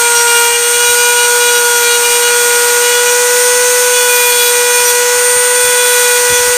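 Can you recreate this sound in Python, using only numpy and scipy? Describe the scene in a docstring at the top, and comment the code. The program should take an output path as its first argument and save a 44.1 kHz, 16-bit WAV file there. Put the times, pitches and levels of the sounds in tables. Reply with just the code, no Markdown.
"""A high, steady whine with a rasping chatter: a small rotary tool grinds a hard plastic plate on a
bench, close to the microphone. The shaft hums at about 29,000 rpm and sags under load, the fan whistles
and blows, and the mains supply makes the motor buzz. The stone strikes the plate once a turn, each press
ringing the modes of that place on the rim, and squeals where it grabs. The hands bump softly, and a
faint room rumble lies behind it all."""
import sys
import numpy as np
from scipy import signal
from scipy.fft import rfft, irfft, next_fast_len
from scipy.io import wavfile
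from scipy.ndimage import uniform_filter1d, map_coordinates

SR = 44100
rng = np.random.default_rng(int(sys.argv[2]) if len(sys.argv) > 2 else 0)


def master_out(mix):
    """Clip the mix to full scale and print it as 16-bit PCM to the path in sys.argv[1]."""
    frames = np.transpose(np.atleast_2d(mix))
    ceiling = np.clip(frames, -1, 1)
    pcm = np.round(ceiling * 32767).astype(np.int16)
    wavfile.write(sys.argv[1], SR, pcm)


N = 289737

# Levels in the tables are relative: each source adds its own gain.
# the shaft's speed, sagging under load: (time [s], speed [turns/s])
SHAFT_SPEED = [(0, 475), (.46, 472), (.75, 479), (.98, 482), (1.48, 481.6), (1.85, 476.8), (2.3, 480.5),
               (2.6, 480), (3.3, 488.3), (3.65, 491.5), (3.88, 492), (4.15, 488.5), (4.42, 484.5),
               (4.75, 487), (4.92, 486), (5.3, 490), (5.63, 492), (6.13, 487.6), (6.57, 489.8)]
# hum of the shaft's imbalance: (time [s], level [dB])
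SHAFT_HUM = [(0.0, -19), (0.13, -18.5), (1.28, -17.5), (1.35, -15.5), (1.81, -17.5), (3.46, -13.5),
             (3.88, -14), (4.32, -17.5), (4.63, -14.5), (4.87, -17), (5.03, -14), (5.36, -15.5),
             (6.57, -15.5)]
# whistle of the cooling fan's blades: (time [s], level [dB])
FAN_WHISTLE = [(0.0, -16), (1.13, -17), (1.81, -19), (2.1, -17), (3.22, -20.5), (3.44, -16.5),
               (3.68, -18.5), (4.54, -17.5), (4.61, -19), (4.9, -16), (5.07, -25), (5.27, -13),
               (5.53, -15.5), (6.57, -19)]
# side load shakes the housing at 2, 3 and 4 times the shaft's rate: (time [s], level [dB])
HOUSING_2ND = [(0.0, -19), (0.48, -17), (0.6, -32), (0.84, -22), (1.11, -20.5), (3.93, -24), (4.28, -19),
               (4.46, -24.5), (4.79, -20), (5.2, -24.5), (6.4, -22.5), (6.57, -26)]
HOUSING_3RD = [(0.0, -17), (0.03, -18.5), (0.42, -15.5), (0.55, -30), (0.58, -24.5), (0.93, -17),
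               (1.9, -17.5), (2.18, -24), (2.25, -18), (3.75, -22), (4.1, -19.5), (4.3, -23), (5.49, -22),
               (6.13, -18), (6.22, -24.5), (6.33, -20), (6.57, -23)]
HOUSING_4TH = [(0, -36), (.4, -25), (.55, -26), (.65, -31), (1.2, -44), (1.78, -39), (1.89, -22),
               (1.99, -40), (2.3, -27.5), (2.95, -26), (3.75, -25), (3.92, -35), (4.18, -23), (4.38, -36),
               (4.55, -25), (6.57, -24.5)]
# tones of the supply ripple beside the shaft orders: (order, lower tone [dB], upper tone [dB])
RIPPLE_SIDEBANDS = [(1, -49.5, -43.5), (2, -30.5, -41.5), (3, -33.5, -28), (4, -43, -33.5), (5, -35, -30.5),
                    (6, -34.5, -62), (7, -37, -33.5), (9, -33, -31), (12, -30, -38.5), (13, -27, -30),
                    (14, -26, -57), (19, -43, -38)]
# the hand presses the stone on: (start [s], end [s], force [dB], place on the rim [wavelengths])
HAND_PRESSES = [(0, 0.093, 0, 1), (.15, .23, 2, 0.35), (.27, 0.427, 6, 0.25), (.42, 0.575, 5.5, 0.19),
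                (.62, 0.696, 1, 0.43), (0.732, 0.92, 3, .36), (0.956, 1.135, 2.5, .21),
                (1.16, 1.27, 1.5, .22), (1.29, 1.39, -2.5, 0.68), (1.403, 1.595, 2, 0.44),
                (1.607, 1.82, -2.5, .61), (1.82, 1.9, 2, 0.9), (1.89, 1.98, 4.5, .42),
                (2.03, 2.185, 1.5, 0.21), (2.22, 2.3, 3.5, .42), (2.297, 2.455, -1, 0.84),
                (2.487, 2.61, -4.5, 0.95), (2.677, 2.71, 0, .1), (2.817, 2.927, 0, 0.35),
                (2.914, 3.033, 1.5, 0.49), (3.06, 3.105, 3, 0.17), (3.93, 4.085, 3.5, .46),
                (4.084, 4.342, 2.5, 0.96), (4.32, 4.515, 1.2, .74), (4.53, 4.73, -2.5, 0.93),
                (4.73, 4.85, 0, 1), (4.87, 4.916, -0.5, .71), (4.93, 4.987, -4.5, .99),
                (5.556, 5.76, -1.5, 0.76), (5.77, 5.95, 1, 0.75), (5.964, 6.19, -1.3, 0.89),
                (6.292, 6.41, -2.5, .75)]
# the plate's modes: (frequency [Hz], width [Hz], level [dB], antinode on the rim [wavelengths])
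PLATE_MODES = [(2427, 166, -23, 0.013), (2887, 184, -27, 0.3), (3390, 360, -25.5, 0.73)]
# the stone's face rubs the plastic: (time [s], rasp [dB], scrape [dB])
RUB_LEVELS = [(0, -25, -27), (.2, -23.5, -22), (.55, -31.5, -26), (.85, -25, -20.5), (1.8, -22, -21),
              (2.1, -25.5, -25), (2.7, -24.5, -29), (3.2, -29, -18.5), (3.7, -23.5, -16),
              (4.15, -29, -23.5), (4.35, -23, -27), (4.7, -25, -19.5), (5.1, -24, -18.5), (5.45, -31, -33),
              (6.0, -25.5, -22.5), (6.57, -25, -25)]
# the plate's dense upper modes, a rasp and a brighter scrape: (frequency [Hz], level [dB])
RASP_SPECTRUM = [(3400, -6), (3850, 11.5), (4350, 8.5), (4850, 6), (5400, -30)]
SCRAPE_SPECTRUM = [(4900, -42), (5350, -6), (5750, 1.5), (6300, -2.5), (7200, -11), (7850, -11),
                   (8300, -15), (8700, -29), (9300, -11), (12000, -23)]
# the stone grabs and squeals: (centre time [s], length [s], frequency [Hz], width [Hz], level [dB])
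STONE_GRABS = [(.19, .07, 5690, 400, -18), (1.11, .1, 13000, 3500, -27), (1.65, .2, 12300, 2500, -26),
               (1.8, .09, 12200, 2000, -21), (1.8, .12, 5730, 400, -22), (4.02, .15, 12500, 4000, -28),
               (4.18, 0.17, 13680, 1000, -21), (4.286, .06, 12400, 4000, -16), (4.44, .1, 15050, 700, -26),
               (4.446, 0.11, 12360, 2000, -19), (4.76, .13, 12200, 1400, -27),
               (4.875, 0.041, 5820, 400, -15), (4.89, .05, 12500, 4500, -17), (6.0, .25, 12000, 2000, -27),
               (6.373, .07, 5850, 900, -17.5)]
# broad hiss around the tool: (time [s], cooling air [dB], abrasion [dB])
HISS_LEVELS = [(0, -18, -21), (.6, -20, -23.5), (.85, -19, -21.5), (1.65, -19, -22.5), (2.65, -17.5, -22),
               (3.35, -18, -22), (4.3, -19, -21.5), (4.55, -19, -22.7), (5.3, -18.5, -23),
               (6.57, -18, -21.5)]
# air from the vents and scratching grit: (frequency [Hz], level [dB])
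AIR_SPECTRUM = [(100, -33.5), (260, -21), (520, -12.5), (740, -13), (950, -5.5), (2300, -4.5), (3100, -7),
                (5200, -9), (6400, -1.5), (8200, -3), (9200, -12), (10400, -10.5), (15200, -31)]
GRIT_SPECTRUM = [(1000, -23.5), (3000, -7.5), (5800, -2), (9000, -1), (9900, 0), (10450, -8), (11300, -1.5),
                 (13000, -3), (15200, -3)]
# soft bumps of the hands: (time [s], level [dB])
HAND_BUMPS = [(0.909, -37), (5.369, -32), (5.649, -33), (5.689, -31), (6.319, -23), (6.399, -29),
              (6.479, -24)]
# low rumble of the room behind the tool: (frequency [Hz], level [dB])
ROOM_SPECTRUM = [(20, -24), (45, -9), (70, 3), (130, -1), (250, -2), (600, -24), (2000, -60)]


def motor(angle, shaft_db=3, fan_db=4, blades=18):
    """Close up, imbalance hums once a turn, the housing adds overtones and the fan's blades whistle."""
    out = amp(curves(SHAFT_HUM)[0] + shaft_db) * tone(angle, flutter_db=0.28, drift_rad=0.01)
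    out += amp(curves(FAN_WHISTLE)[0] + fan_db) * tone(blades * angle, flutter_db=0.88, drift_rad=0.12)
    for order, levels, gain_db in [(2, HOUSING_2ND, 3), (3, HOUSING_3RD, 4.5), (4, HOUSING_4TH, 3.5)]:
        out += amp(curves(levels)[0] + gain_db) * tone(order * angle, flutter_db=0.83, drift_rad=0.028)
    return out


def mains_buzz(angle, ripple_hz=119.8, flutter_db=0.31):
    """The torque pulses twice a mains cycle and flanks shaft orders with pairs of tones."""
    ripple = 2 * np.pi * ripple_hz * np.arange(N) / SR
    out = np.zeros(N)
    for order, lower_db, upper_db in RIPPLE_SIDEBANDS:
        for side, db in ((-1, lower_db), (1, upper_db)):
            out += amp(db) * np.sin(order * angle + side * ripple + rng.uniform(0, 2 * np.pi))
    return out * amp(flutter_db * wobble(8))


def plate_chatter(turns, rasp_exponent=0.72, scrape_exponent=0.29, tremble_db=1.2, bite_db=0.9):
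    """The strikes ring the plate; which modes answer depends on where the stone presses."""
    blows = stone_strikes(turns, jitter_turns=0.005, wander_turns=0.01, spread_db=1.8)
    bite = amp(bite_db * wobble(35))
    force = contact_force()
    rasp_db, scrape_db = curves(RUB_LEVELS)
    out = np.zeros(N)
    for hz, width, db, antinode in PLATE_MODES:
        drive = amp(db + tremble_db * wobble(22)) * contact_force(antinode)
        out += drive * resonate(blows, hz, width)
    out += amp(rasp_db) * force ** rasp_exponent * dense_modes(blows, RASP_SPECTRUM)
    out += amp(scrape_db) * force ** scrape_exponent * dense_modes(blows, SCRAPE_SPECTRUM)
    return bite * out


def stone_strikes(turns, jitter_turns, wander_turns, spread_db):
    """One impulse a turn, where the stone's high spot meets the plate; the contact point creeps."""
    whole_turns = np.arange(1, int(turns[-1]))
    timing, size = rng.standard_normal((len(whole_turns), 2)).T
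    contact = turns + wander_turns * wobble(25)
    at = np.interp(whole_turns + jitter_turns * timing, contact, np.arange(N))
    # a windowed sinc places each strike between samples
    taps = at.astype(int)[:, None] + np.arange(-7, 9)
    offset = taps - at[:, None]
    pulses = np.sinc(offset) * np.cos(np.pi * offset / 16) ** 2
    pulses *= amp(spread_db * size[:, None])
    return np.bincount(np.clip(taps, 0, N - 1).ravel(), pulses.ravel(), N)


def contact_force(antinode=None, catch_s=0.018, release_s=0.03, graze_db=-7, mode_shape_db=3.5):
    """Each press catches, holds and eases to a graze; a mode feels it most at its antinode."""
    t = np.arange(N) / SR
    force = np.full(N, amp(graze_db))
    for start, end, db, place in HAND_PRESSES:
        if antinode is not None:
            db = db + mode_shape_db * np.cos(2 * np.pi * (place - antinode))
        held = np.clip(np.minimum((t - start) / catch_s, (end - t) / release_s) + 0.5, 0, 1)
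        force = np.maximum(force, amp(db) * held)
    return force


def dense_modes(blows, spectrum):
    """Many close modes at a steady total level: the strongest overtone changes as the stone moves."""
    paths = sum(wobble(9) * unit(scatter(blows, t60=0.005)) for _ in range(6))
    ring = coloured(paths, spectrum)
    power = np.abs(uniform_filter1d(ring ** 2, SR // 20))
    return ring / np.sqrt(power + 1e-6)


def scatter(x, t60):
    """Short reflections between hands, plate and bench smear each impact."""
    t = np.arange(SR // 20) / SR
    reflections = rng.standard_normal(len(t)) * amp(-60 * t / t60)
    return signal.fftconvolve(x, reflections)[:N]


def stone_squeals(turns):
    """Where the stone grabs, every turn kicks the same shrill resonance for a moment."""
    t = np.arange(N) / SR
    slips = stone_strikes(turns, jitter_turns=0.003, wander_turns=0.005, spread_db=2.5)
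    out = np.zeros(N)
    for centre, length, hz, width, db in STONE_GRABS:
        grip = np.exp(-((t - centre) / (length / 2)) ** 4 / 2)
        out += amp(db) * grip * resonate(scatter(slips, t60=0.0085), hz, width)
    return out


def air_and_grit(angle, air_gain_db=2, grit_gain_db=6, pulsing=0.18, grain_db=1, waver_db=1.07):
    """Air hisses from the vents; the grit's scratch pulses once a turn and wavers at random in level."""
    air_db, grit_db = curves(HISS_LEVELS)
    vents = coloured(rng.standard_normal(N) * (1 + 0.1 * np.cos(angle)), AIR_SPECTRUM)
    scratches = rng.standard_normal(N) * (1 + pulsing * np.cos(angle)) * amp(grain_db * wobble(1500))
    abrasion = amp(grit_db + grit_gain_db + waver_db * wobble(11))
    return amp(air_db + air_gain_db) * vents + abrasion * coloured(scratches, GRIT_SPECTRUM)


def hand_bumps(gain_db=-4, half_width_s=0.019):
    """Each soft push of a hand gives a short dull thud near the microphone."""
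    t = np.arange(N) / SR
    push = sum(amp(db + gain_db) * np.exp(-((t - at) / half_width_s) ** 2) for at, db in HAND_BUMPS)
    thud_spectrum = [(25, -22), (60, -5), (130, -4), (190, -12.5), (350, -13), (900, -57)]
    return push * coloured(rng.standard_normal(N), thud_spectrum)


def room_tone(level_db=-49):
    """The room rumbles faintly behind the bench."""
    return amp(level_db) * coloured(rng.standard_normal(N), ROOM_SPECTRUM)


def amp(db):
    """Decibels to gain."""
    return 10 ** (np.asarray(db) / 20)


def unit(x):
    """x at rms 1."""
    return x / np.sqrt(np.mean(x ** 2) + 1e-20)


def curves(rows):
    """One value per sample for each column after the time."""
    times, *columns = np.transpose(rows)
    return [np.interp(np.arange(N) / SR, times, column) for column in columns]


def wobble(rate):
    """A smooth random curve, rate knots a second."""
    return map_coordinates(rng.standard_normal(int(N * rate / SR) + 4), [np.arange(N) * rate / SR])


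def tone(angle, flutter_db, drift_rad):
    """A sine that trembles a little in level and phase."""
    level = amp(flutter_db * wobble(45))
    return level * np.sin(angle + drift_rad * wobble(24) + rng.uniform(0, 2 * np.pi))


def filtered(x, response):
    """x through a complex frequency response."""
    size = next_fast_len(N + SR // 4)
    return irfft(rfft(x, size) * response(np.fft.rfftfreq(size, 1 / SR)), size)[..., :N]


def coloured(x, spectrum):
    """x through a spectrum of (frequency [Hz], level [dB]), at rms 1."""
    hz, db = np.transpose(spectrum)
    return unit(filtered(x, lambda f: amp(np.interp(np.log(f + 1), np.log(hz), db))))


def resonate(x, hz, width):
    """x through one steep resonance, at rms 1."""
    return unit(filtered(x, lambda f: (1j * f * width / (hz ** 2 - f ** 2 + 1j * f * width)) ** 2))


def scene():
    """One close microphone feeds both channels; the turning shaft times the tool and the plate."""
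    turns = np.cumsum(curves(SHAFT_SPEED)[0]) / SR
    angle = 2 * np.pi * turns
    room = room_tone()
    whine = motor(angle) + mains_buzz(angle)
    grinding = plate_chatter(turns) + stone_squeals(turns)
    mono = whine + grinding + air_and_grit(angle) + hand_bumps() + room
    return np.array([mono, mono])


def record(dry, ceiling=1.02, knee=7, top_hz=15380):
    """The recorder rounds off the highest peaks and keeps nothing above its band limit."""
    rounded = dry / (1 + np.abs(dry / ceiling) ** knee) ** (1 / knee)
    return filtered(rounded, lambda hz: hz < top_hz)


dry = scene()
out = record(dry)
master_out(out)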